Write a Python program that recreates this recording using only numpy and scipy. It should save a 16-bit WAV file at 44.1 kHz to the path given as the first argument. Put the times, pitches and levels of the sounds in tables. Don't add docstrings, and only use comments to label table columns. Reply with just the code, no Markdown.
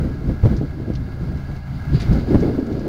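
import sys
import numpy as np
from scipy.fft import rfft, irfft, next_fast_len
from scipy.io import wavfile
from scipy.ndimage import uniform_filter1d, map_coordinates

SR = 44100
rng = np.random.default_rng(int(sys.argv[2]) if len(sys.argv) > 2 else 0)


def to_wav(s):
    ch = np.atleast_2d(s).T
    pcm = np.round(np.clip(ch, -1, 1) * 32767)
    wavfile.write(sys.argv[1], SR, pcm.astype(np.int16))


N = 127008


def amp(db):
    return 10 ** (np.asarray(db) / 20)


def unit(x):
    return x / np.sqrt(np.mean(x ** 2) + 1e-20)


def noise():
    return rng.standard_normal(N)


def seconds():
    return np.arange(N) / SR


def curves(rows):
    times_s, *columns = np.transpose(rows)
    return [np.interp(seconds(), times_s, column) for column in columns]


def wobble(knots_per_s):
    knots = rng.standard_normal(1024)
    return map_coordinates(knots, [seconds() * knots_per_s], mode="mirror")


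def filtered(x, response):
    padded = next_fast_len(N + SR // 2)
    gain = response(np.fft.rfftfreq(padded, 1 / SR))
    return irfft(rfft(x, padded) * gain, padded)[:N]


def coloured(x, spectrum):
    points_hz, points_db = np.transpose(spectrum)

    def response(hz):
        return amp(np.interp(np.log(hz + 1), np.log(points_hz), points_db))

    return unit(filtered(x, response))


def above(hz, edge_hz, order=4):
    return 1 / np.sqrt(1 + (edge_hz / (hz + 1)) ** (2 * order))


def tones(lines, drift, flicker_db):
    turns = np.cumsum(1 + drift * wobble(7)) / SR
    out = np.zeros(N)
    for pitch_hz, level_db in lines:
        level = amp(level_db + flicker_db * wobble(14))
        out += level * np.sqrt(2) * np.sin(2 * np.pi * (pitch_hz * turns + rng.random()))
    return out


def tractor():
    # pitch_hz, level_db (rms, before the flicker)
    engine_orders = [(75.4, -34.5), (134, -35.5), (574, -61), (624.5, -56), (748, -74), (798, -59.5)]
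    # frequency_hz, relative_db
    drone_colour = [(30, 10), (70, 0.5), (140, 8), (250, -4), (360, -26), (440, -38), (530, -18),
                    (620, -19), (800, -26), (1100, -45), (2000, -75)]
    drone = amp(-37) * coloured(noise(), drone_colour)
    return tones(engine_orders, drift=0.0068, flicker_db=-0.5) + drone


def harvester():
    # time_s, level_db (before trim and wobble)
    work_levels = [(0.03, -47), (0.19, -51.5), (0.45, -45.5), (0.69, -52), (1.3, -48.5), (1.62, -49.5),
                   (1.76, -44.5), (1.86, -46.5), (2.13, -42), (2.25, -47.5), (2.36, -44.5), (2.55, -48.5),
                   (2.85, -50.5)]
    # frequency_hz, relative_db
    machine_colour = [(410, -21), (700, 4), (766, 1), (861, -1.5), (1160, -7), (1220, -5.5), (1340, 1),
                      (1450, 0), (1670, -3), (1830, -19.5), (2110, -1), (2460, -18), (2840, -16),
                      (3400, -19), (4640, -15.5), (4950, -20), (6680, -25), (7900, -33), (15500, -29.5)]
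    # pitch_hz, level_db (rms, before flicker and roughness)
    gear_lines = [(1632, -64), (1652, -57), (2439, -82), (2680, -76), (2781, -75.5), (4106, -78.5),
                  (4650, -73)]
    links_per_s, link_share = 540, 0.22
    shake_hz, shake_depth = 26.3, 0.081
    trim_db, low_edge_hz = 1.5, 620
    roughness, roughness_per_s = 0.61, 90

    ticks = unit((rng.random(N) < links_per_s / SR) * noise())
    blows = np.sqrt(link_share) * ticks + np.sqrt(1 - link_share) * noise()
    shake_turns = np.cumsum(shake_hz * (1 + 0.045 * wobble(5.65))) / SR
    shake = 1 + shake_depth * np.sin(2 * np.pi * shake_turns)
    clatter = coloured(blows * shake, machine_colour)
    clatter = unit(filtered(clatter, lambda hz: above(hz, low_edge_hz, order=7)))
    whine = tones(gear_lines, drift=0.00291, flicker_db=2.5)
    whine = whine * (1 + roughness * wobble(roughness_per_s))

    work_db, = curves(work_levels)
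    return amp(work_db + trim_db + 1.2 * wobble(16)) * clatter + whine


def rustle():
    # time_s, level_db (before the wobble)
    rustle_levels = [(0, -65), (1.68, -65), (1.76, -54), (1.86, -75), (1.95, -45.5), (2.07, -57),
                     (2.14, -49), (2.24, -54.5), (2.36, -51), (2.5, -54.5), (2.65, -60.5), (2.88, -55)]
    # frequency_hz, relative_db
    rustle_colour = [(1500, -23), (2500, 0), (3200, -1.5), (4000, 2.5), (4900, 5), (5500, -15), (7000, -11),
                     (8000, -32), (15000, -43)]
    spikiness_db = 2
    level_db, = curves(rustle_levels)
    ticks = noise() * amp(spikiness_db * wobble(3000))
    return amp(level_db + 1.7 * wobble(29.9)) * coloured(ticks, rustle_colour)


def eddies(spectrum, size):
    x = coloured(noise(), spectrum)
    power = uniform_filter1d(uniform_filter1d(x * x, size), size)
    return unit(x / np.sqrt(np.abs(power) + 1e-3))


def wind():
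    # time_s, rumble_db, flutter_db (levels before trim and wobble)
    gusts = [(0.02,-18.5,-32.5), (0.05,-19.5,-28.5), (0.19,-29,-39), (0.27,-21,-30.5), (0.295,-13.5,-25),
             (0.36,-28.5,-39), (0.425,-27.5,-46), (0.44,-12.5,-25), (0.463,-6.5,-17.5), (0.49,-22.5,-28.5),
             (0.525,-15,-25.5), (0.6,-20.5,-39), (0.625,-22,-24.5), (0.69,-30,-49), (0.82,-25.5,-31),
             (0.86,-34,-42), (0.905,-24,-26.5), (0.96,-23,-44.5), (1.0,-22.5,-37.5), (1.17,-32.5,-41),
             (1.22,-22.5,-38), (1.36,-24,-35.5), (1.47,-33,-47.5), (1.51,-24.5,-36.5), (1.62,-38,-52.5),
             (1.72,-25,-51), (1.85,-27.5,-47), (1.92,-17.5,-33), (1.95,-10.5,-23.5), (1.99,-21,-40),
             (2.07,-22,-35.5), (2.11,-8.5,-25), (2.17,-17,-24), (2.26,-25,-32.5), (2.32,-18,-18),
             (2.345,-9.5,-13.5), (2.38,-17,-24.5), (2.46,-18,-19.5), (2.53,-22.5,-23.5), (2.69,-33,-27.5),
             (2.73,-23,-26), (2.8,-29,-30), (2.86,-28,-23.5)]
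    # frequency_hz, relative_db
    rumble_colour = [(12, -14), (25, -11), (45, 1), (75, -2), (130, -0.5), (190, -5), (280, -15),
                     (420, -39.5), (900, -66), (2000, -100)]
    flutter_colour = [(60, -56), (150, -20), (230, 2), (310, 0), (420, -6.5), (600, -15.5), (800, -23),
                      (1200, -41.5), (2000, -44), (5000, -74)]
    hiss_colour = [(300, -16), (1000, 7), (1600, 4.5), (2800, -6.5), (4700, -7.5), (6000, -15), (8000, -20),
                   (15500, -22)]
    rumble_trim_db, flutter_trim_db = -1.5, 1
    hiss_db, hiss_growth = -49, 0.59

    rumble_db, flutter_db = curves(gusts)
    rumble = amp(rumble_db + rumble_trim_db) * eddies(rumble_colour, size=1800)
    flutter_level = amp(flutter_db + flutter_trim_db + 2.6 * wobble(70))
    flutter = flutter_level * eddies(flutter_colour, size=1200)
    force = unit(amp(rumble_db) + amp(flutter_db))
    hiss = amp(hiss_db) * force ** hiss_growth * coloured(noise(), hiss_colour)
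    return rumble + flutter + hiss


def thumps():
    # centre_s, level_db (of the suction alone, before random scatter), width_s
    thump_events = [(0.292, -2.5, 0.0014), (0.438, 4, 0.0015), (0.458, -0.5, 0.00081),
                    (0.516, -2.5, 0.0021), (0.614, -7.5, 0.0007), (0.885, -10.5, 0.00086),
                    (0.903, -6.5, 0.00073), (1.935, -7.5, 0.0019), (2.099, 0, 0.0022),
                    (2.346, -0.5, 0.0006), (2.366, -7, 0.0039), (2.447, -14, 0.00052)]
    breadth = 4.6
    out = np.zeros(N)
    for centre_s, level_db, width_s in thump_events:
        u = (seconds() - centre_s) / width_s
        push = np.exp(-(u / breadth) ** 2) / breadth
        suction = np.exp(-u ** 2)
        out += amp(level_db + rng.normal()) * (push - suction)
    return out


def stalks():
    # start_s, level_db (before rise and decay), rise_s, decay_s (to fall 60 dB),
    # low_edge_hz, high_edge_hz
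    crunch_events = [(0.565, -41, 0.0017, 0.075, 4440, 7000), (0.935, -40.5, .002, 0.029, 3500, 7000),
                     (0.950, -36, 0.0037, 0.063, 3000, 6300), (1.370, -49, .004, 0.065, 4500, 7500),
                     (1.562, -46, .002, 0.046, 3500, 12000), (1.952, -35, 0.0046, .07, 1200, 4530),
                     (1.997, -27.5, .01, .09, 1700, 10500), (2.016, -42, 0.0016, 0.093, 4500, 12000),
                     (2.015, -38.5, 0.0023, 0.29, 1300, 5200), (2.128, -34, 0.0067, 0.051, 3800, 10000),
                     (2.150, -53, .003, .06, 5000, 12000), (2.400, -41.5, 0.0026, 0.066, 5800, 7200),
                     (2.595, -49, .003, .05, 5000, 8000), (2.662, -47, .004, .06, 5500, 8000),
                     (2.724, -41, .005, 0.049, 4630, 6600), (2.793, -45, .003, .05, 5000, 7500)]
    # frequency_hz, relative_db
    crunch_colour = [(500, -25), (1500, 6), (3000, 0), (4800, 0), (6500, -7.5), (8000, -17), (10500, -14),
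                     (13000, -43), (16000, -30)]
    spikiness_db = 2.5
    out = np.zeros(N)
    for start_s, level_db, rise_s, decay_s, low_hz, high_hz in crunch_events:
        t = np.maximum(seconds() - start_s, 0)
        grains = coloured(noise() * amp(spikiness_db * wobble(1200)), crunch_colour)
        grains = unit(filtered(grains, lambda hz: above(hz, low_hz) * above(high_hz, hz, order=6)))
        rise = 1 - np.exp(-t / rise_s)
        out += amp(level_db - 60 * t / decay_s) * rise * grains
    return out


def scene():
    machines = tractor() + harvester()
    close_by = rustle() + stalks()
    return (machines + close_by + wind() + thumps())[None]


def record(dry):
    clip_level, top_hz = 0.705, 15750
    clipped = np.clip(dry[0], -clip_level, clip_level)
    return filtered(clipped, lambda hz: hz < top_hz)[None]


dry = scene()
out = record(dry)
to_wav(out)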